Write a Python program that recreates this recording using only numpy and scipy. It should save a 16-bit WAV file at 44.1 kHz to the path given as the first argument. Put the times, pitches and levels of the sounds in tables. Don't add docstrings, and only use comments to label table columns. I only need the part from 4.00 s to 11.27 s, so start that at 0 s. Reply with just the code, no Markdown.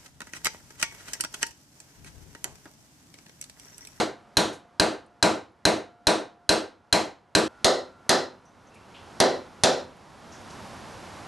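import sys
import numpy as np
from scipy import signal
from scipy.fft import rfft, irfft, next_fast_len
from scipy.io import wavfile

SR = 44100
rng = np.random.default_rng(int(sys.argv[2]) if len(sys.argv) > 2 else 0)


def boost(x):
    u = np.asarray(x, float) / 20
    return 10 ** u


def file_out(sig):
    cols = np.atleast_2d(sig).T
    lim = np.clip(cols, -1, 1)
    pcm = np.round(lim * 32767).astype(np.int16)
    wavfile.write(sys.argv[1], SR, pcm)


N = 320607
LEAD = SR // 10
CHANGE_S = 3.479
NEAR_EARLIER_S, FAR_EARLIER_S = -0.055, 3.17


def rms_one(x):
    return x / np.sqrt(np.mean(x ** 2) + 1e-20)


def at_hz(points, hz):
    table_hz, value = np.transpose(points)
    return np.interp(np.log(hz), np.log(table_hz), value)


def ring(clicks, hz, t60):
    radius = boost(-60 / (t60 * SR))
    angle = 2 * np.pi * hz / SR
    return signal.lfilter([0, np.sin(angle)], [1, -2 * radius * np.cos(angle), radius ** 2], clicks + 1e-18)


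def stereo_noise(size, spectrum, likeness):
    hz = np.arange(1, size // 2 + 2) * SR / size
    alike = np.clip(at_hz(likeness, hz), 0, 1)
    mid, side = rfft(rng.standard_normal((2, size))) * boost(at_hz(spectrum, hz))
    return hz, np.sqrt(1 + alike) * mid + np.sqrt(1 - alike) * side * [[1], [-1]]


HOLD_S, CREEP_DB_S = 0.31, 15.5
PULL_SHARE = 0.46


def gain_corners(start_s, gain_db, pulls):
    corners = [(start_s, gain_db)]
    free_s = start_s + HOLD_S
    for s, bottom_db in pulls:
        full_s = free_s - gain_db / CREEP_DB_S
        before_db = min(gain_db + CREEP_DB_S * max(s - free_s, 0), 0)
        corners += [(min(free_s, s), gain_db), (min(full_s, s), before_db), (s, before_db)]
        gain_db = before_db - PULL_SHARE * (before_db - bottom_db)
        free_s = s + HOLD_S
    return np.interp(np.arange(N) / SR, *np.transpose(corners))


def slow_gain():
    end = [(N / SR, 0)]
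    near_pulls = [(row[0], -23.5) for row in NEAR_BLOWS]
    far_pulls = [(row[0], -19) for row in FAR_BLOWS]
    last_far_pulls = [(row[0], -13.5) for row in LAST_FAR_BLOWS]
    near = gain_corners(NEAR_EARLIER_S, -15, near_pulls + end)
    far = gain_corners(FAR_EARLIER_S, -13.5, far_pulls + last_far_pulls + end)
    return np.where(np.arange(N) / SR < CHANGE_S, near, far)


def building_rumble():
    t = np.arange(N) / SR
    near = [NEAR_EARLIER_S] + [row[0] for row in NEAR_BLOWS]
    far = [FAR_EARLIER_S] + [row[0] for row in FAR_BLOWS + LAST_FAR_BLOWS]

    def latest(s):
        return np.array(s)[np.maximum(np.searchsorted(s, t) - 1, 0)]
    since_s = t - np.where(t < CHANGE_S, latest(near), latest(far))
    return boost(-39.5 - 60 * since_s / 0.58)


# frequency in Hz, level in dB per Hz.
HUM = [(18, -45), (30, -4.5), (52, -7.5), (93, 1.5), (125, -4), (202, -1), (417, -6.5), (900, -4),
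       (2470, -17), (5660, -21.5), (10600, -31.5), (12000, -29.5), (15600, -40), (22000, -120)]
# frequency in Hz, left-right likeness from 0 to 1.
HUM_LIKENESS = [(60, 0.57), (170, 1), (500, 0.83), (1000, 0.83), (1800, 1), (12300, 1)]


def ambience():
    gain_db = slow_gain()
    size = next_fast_len(N)
    hz, pair = stereo_noise(size, HUM, HUM_LIKENESS)
    pair = pair * boost([[-0.7], [0.7]])
    low_share = 1 / (1 + (hz / 2200) ** 3)
    traffic = rms_one(irfft(pair * low_share, size)[:, :N])
    hiss = rms_one(irfft(pair * (1 - low_share), size)[:, :N])
    return (boost(-43.5 + gain_db) + building_rumble()) * traffic + boost(-53 + 1.27 * gain_db) * hiss


# start in seconds, level in dB, centre in Hz,
# bandwidth in Hz, decay length in seconds.
SMALL_SOUNDS = [(.223, -66, 9360, 2022, .003), (0.527, -47, 6000, 7000, 0.027),
                (1.062, -61, 8850, 1500, .004), (1.519, -70, 9770, 1000, 0.0027),
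                (1.563, -75, 10700, 1490, .003), (4.063, -42.5, 553, 800, 0.0051),
                (4.453, -62.5, 6000, 450, 0.04), (4.452, -65.5, 8500, 5030, .006),
                (4.67, -59.5, 6060, 498, 0.014), (4.742, -58, 7500, 8000, 0.015),
                (4.693, -65.5, 2700, 160, 0.24), (4.754, -54, 2370, 300, 0.02),
                (4.939, -48.5, 2980, 1200, 0.07), (5.967, -60, 10500, 3000, .004),
                (6.317, -50.5, 6000, 1500, 0.054), (6.5, -47, 5500, 3000, 0.016)]


def small_sounds():
    out = np.zeros(N)
    t = np.arange(LEAD * 2) / SR
    for s, level_db, hz, width_hz, length_s in SMALL_SOUNDS:
        edges = np.clip([hz - width_hz / 2, hz + width_hz / 2], 100, 15000)
        resonance = signal.butter(2, edges, "band", fs=SR, output="sos")
        puff = rms_one(signal.sosfilt(resonance, rng.standard_normal(len(t))))
        rise_s = 0.00092 + 0.083 * length_s
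        start = round(s * SR)
        out[start:start + len(t)] += boost(level_db) * puff * np.exp(-t / length_s) * (1 - np.exp(-t / rise_s))
    return out


def mode_tail(modes, t, build_s, longest_s):
    out = 0
    for hz, level_db, t60 in modes:
        phase = rng.uniform(0, 2 * np.pi) + rng.normal(0, 0.15, (2, 1))
        decay = boost(level_db - 60 * t / min(t60, longest_s))
        out = out + decay * np.sin(2 * np.pi * hz * t + phase)
    return rms_one(out * (1 - np.exp(-t / build_s)))


# frequency in Hz, t60 in seconds.
ROOM_T60 = [(60, 0.33), (190, .25), (320, 0.33), (600, 0.29), (1500, 0.31), (4000, 0.29), (10000, 0.23)]
# frequency in Hz, rise time in seconds.
ROOM_RISE = [(200, 0.00043), (350, 0.0098), (600, 0.033), (1000, 0.015), (2000, 0.0039), (5000, 0.00061)]
# frequency in Hz, left-right likeness from 0 to 1.
ROOM_LIKENESS = [(60, 0.95), (170, 1), (500, 0.73), (2000, 0.8), (2900, 1), (4100, 0.98), (4900, .9995),
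                 (11500, 0.97)]


def diffuse_room(spectrum, t):
    hz, pair = stereo_noise(len(t), spectrum, ROOM_LIKENESS)
    out = 0
    for centre in 28 * 2 ** np.arange(0, 9.1, 0.5):
        overlap = np.clip(1 - 2 * np.abs(np.log2(hz / centre)), 0, 1)
        build = 1 - np.exp(-t / at_hz(ROOM_RISE, centre))
        decay = boost(-60 * t / at_hz(ROOM_T60, centre))
        out = out + build * decay * irfft(pair * overlap, len(t))
    return rms_one(out)


# frequency in Hz, level in dB per Hz.
NEAR_ROOM = [(30, -43), (55, -31), (95, -16), (150, -18.5), (215, -10.5), (300, -8), (520, -4.5),
             (750, -7.5), (1200, -14.5), (2500, -22), (4100, -22.5), (8700, -28), (12000, -38.5),
             (15600, -66.5)]
FAR_ROOM = [(30, -62), (55, -45.5), (130, -20), (250, -9.5), (330, -10.5), (520, -1.5), (750, -3.5),
            (1100, -13.5), (1800, -15), (2500, -26), (3800, -17), (6000, -20), (12000, -38), (15600, -75.5)]
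# frequency in Hz, level in dB, t60 in seconds.
NEAR_LOWS = [(167.5, -9.5, 0.23), (290, -8, 0.11), (322, 1.5, 0.28), (452.8, -2.5, 0.2), (510, -4.5, 0.3),
             (574.5, -4.5, 0.19), (392.6, -3.5, 0.21), (695, -1.5, .25), (624, 3.5, 0.21),
             (854, -9.5, 0.14), (829, 1, 0.18), (979, -3.5, 0.22), (1039, -34, 0.15)]
FAR_LOWS = [(147.2, -15, 0.28), (259, -4, 0.336), (379.4, -0.5, 1.5), (513.4, -1, 0.34), (644, -6, 0.3),
            (405.6, -2.5, .3), (576, -2, 0.3), (344.3, -5.5, 0.42), (1002, -9.5, 0.34), (1061, -18.5, 0.79)]
# frequency in Hz, level in dB, t60 in seconds.
NEAR_HIGHS = [(1565, 3, .3), (1870, -8, .3), (2120, -5, .3), (2617, -8, .3), (3840, -8, .25),
              (4135, -4, .22), (4660, -7, .25), (5960, -11, .25), (6820, -10, .25), (8580, -13, .2),
              (9640, -12, .15)]
FAR_HIGHS = [(1940, -6, .3), (2617, -8, .35), (3600, 0, .35), (4090, 5, .4), (4690, -3, .3),
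             (5200, -6, .28), (5900, -3, .25), (8550, -10, .2), (9700, -14, .2)]


def room_answer(spectrum, lows, highs, lows_db, highs_db):
    t = np.arange(2 ** 15) / SR
    low_modes = boost(lows_db) * mode_tail(lows, t, build_s=0.02, longest_s=0.35)
    high_modes = boost(highs_db) * mode_tail(highs, t, build_s=0.00053, longest_s=0.29)
    return (diffuse_room(spectrum, t) + low_modes + high_modes) / np.sqrt(len(t))


# frequency in Hz, level in dB, t60 in seconds.
THUMP = [(70, -8, 0.011), (120, -4.5, 0.026), (194, -2.5, 0.057)]


def bench_thump(train, thump_db):
    thump = 0
    for hz, level_db, t60 in THUMP:
        thump = thump + ring(train(thump_db + level_db, round(0.00091 * SR)), hz, t60)
    right = boost(1.4) * np.roll(thump, round(0.0025 * SR))
    return -np.array([thump, right])


# frequency in Hz, level in dB, t60 in seconds.
NEAR_STEEL = [(705, -48, 3), (1367, -60, 3), (1453, -63, 3), (1658, -65, 1.5), (490, -56, 1.5)]
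FAR_STEEL = [(1367, -50, 4), (1453, -51, 4), (2584, -60, 1.5)]


def steel_ring(train, steel, steel_db):
    return sum(ring(train(level_db + steel_db), hz, t60) for hz, level_db, t60 in steel)


# frequency in Hz, level in dB, t60 in seconds.
NEAR_BODY = [(1636, -10.5, .025), (800, -9, 0.016), (2700, -14, 0.0027), (3320, -13, 0.012),
             (4810, -8, 0.008), (6000, -19.5, .015), (6760, -15, 0.018), (8860, -14.5, 0.013),
             (12700, -11.5, 0.00095)]
FAR_BODY = [(1000, -5, 0.015), (2120, -13.5, 0.09), (3440, -12, 0.011), (4830, -14, 0.026),
            (6000, -5, 0.0072), (8960, -9.5, 0.0034), (9600, -19.5, 0.0047), (10250, -2.5, 0.003)]


def body_modes(train, crack, body, count):
    out = 0
    for k, (hz, level_db, t60) in enumerate(body):
        lag = np.abs(30 * rng.standard_normal(count)).astype(int)
        shock = train(level_db + 0.7 * rng.standard_normal(count), lag)
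        out = out + ring(shock + boost(level_db - 19.5) * crack, hz, t60) * (-1) ** k
    return out


def plate_ping(train, ping_db):
    ping_hz = 4105
    contact = np.hanning(90) * np.sin(2 * np.pi * ping_hz * np.arange(90) / SR) / 22
    ping = ring(np.convolve(train(ping_db), contact)[:N + LEAD], ping_hz, 0.024)
    return ping + ring(train(ping_db - 17), 4096, 0.13)


def fibre_crack(at, gains):
    t = np.arange(250) / SR
    swell = np.exp(-t / 0.0011) * (1 - np.exp(-t / 0.00044))
    crack = np.zeros(N + LEAD)
    for i, gain in zip(at, gains):
        crack[i:i + 250] += gain * swell * rng.standard_normal(250)
    return crack


# start in seconds, strength in dB, treble crack in dB, bench thump in dB, long steel ring in dB.
NEAR_BLOWS = [
    (0.369, -5, -15, -28, -6),
    (0.797, -4, -18.5, -29, -3),
    (1.226, -3, -18.5, -35, -9),
    (1.652, -4, -18.5, -29.5, 2),
    (2.069, -4, -16.5, -28, -8),
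    (2.491, -6, -14.5, -27, -3),
    (2.926, -6, -15, -27.5, -7),
    (3.35, -4.5, -15, -30.5, -2),
]
FAR_BLOWS = [
    (3.644, -8, -11.5, -26.5, -3),
    (4.092, -7.5, -13, -34.5, -16),
]
LAST_FAR_BLOWS = [
    (5.201, -4.5, -18.5, -36, -6),
    (5.635, -5.5, -13, -37.5, -11),
]


def mallet_blows(rows, body, steel, room, room_db, echo_db, ping_db, thump_db, bounce_s, bounce_db):
    s, strength_db, crack_db, bench_db, steel_db = np.transpose(rows)
    treble_db = crack_db - np.median(crack_db)
    bench_db = bench_db - np.median(bench_db)
    more_ping_db = -1.6 * (strength_db - np.median(strength_db))
    at = np.round((s + 0.00056) * SR).astype(int) + LEAD

    def train(db, lag=0):
        clicks = np.zeros(N + LEAD)
        clicks[at + lag] = boost(strength_db + db)
        return clicks

    def soften(clicks):
        return signal.lfilter([0.3], [1, -0.7], clicks)

    crack = fibre_crack(at, boost(strength_db + treble_db))
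    ping = plate_ping(train, ping_db + more_ping_db)
    direct = ping + body_modes(train, crack, body, len(rows)) + boost(-4.5) * crack
    direct = direct + boost(bounce_db) * np.roll(direct, round(bounce_s * SR))
    direct = direct * boost([[0.33], [-0.33]])
    treble = train(treble_db) - soften(train(treble_db))
    feed = boost(room_db) * (soften(train(0)) + treble + boost(-21) * crack) + boost(echo_db) * ping
    wet = signal.oaconvolve(feed[None], room, axes=1)[:, :N + LEAD]
    thump = bench_thump(train, thump_db + bench_db)
    return (direct + steel_ring(train, steel, steel_db) + thump + wet)[:, LEAD:]


def scene():
    near_room = room_answer(NEAR_ROOM, NEAR_LOWS, NEAR_HIGHS, lows_db=-4.5, highs_db=-14.0)
    far_room = room_answer(FAR_ROOM, FAR_LOWS, FAR_HIGHS, lows_db=-5.5, highs_db=-14.0)
    near_rows = [(NEAR_EARLIER_S, -4.5, -16.5, -24, -2.5), *NEAR_BLOWS]
    far_rows = [(FAR_EARLIER_S, -2, -12, -27, -2), *FAR_BLOWS, *LAST_FAR_BLOWS]
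    near = mallet_blows(near_rows, NEAR_BODY, NEAR_STEEL, near_room, room_db=23, echo_db=-6.0,
                        ping_db=-1.0, thump_db=-10.5, bounce_s=0.0032, bounce_db=-6.5)
    far = mallet_blows(far_rows, FAR_BODY, FAR_STEEL, far_room, room_db=29, echo_db=0.0,
                       ping_db=-7.5, thump_db=-15.5, bounce_s=0.0026, bounce_db=-4.5)
    changed = np.clip((np.arange(N) / SR - CHANGE_S) / 0.0016, 0, 1)
    return (1 - changed) * near + changed * far + small_sounds() + ambience()


def top_cut(x):
    return signal.sosfilt(signal.butter(12, 12920, fs=SR, output="sos"), x)


def record(dry):
    limit_db, release_db_s, attack_s = -7, 62.5, 0.0036
    over_db = np.maximum(20 * np.log10(np.abs(dry).max(axis=0) + 1e-9) - limit_db, 0)
    ramp_db = release_db_s * np.arange(N) / SR
    held_db = np.maximum.accumulate(over_db + ramp_db) - ramp_db
    pole = np.exp(-1 / (attack_s * SR))
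    limited = dry * boost(-signal.lfilter([1 - pole], [1, -pole], held_db))
    limited = signal.sosfilt(signal.butter(2, 45.0, "high", fs=SR, output="sos"), limited)
    soft = 0.95 * np.tanh(limited / 0.95)
    mix = signal.sosfilt(signal.cheby2(20, 55, 12120, fs=SR, output="sos"), soft)
    return top_cut(mix)


dry = scene()
out = record(dry)
file_out(out)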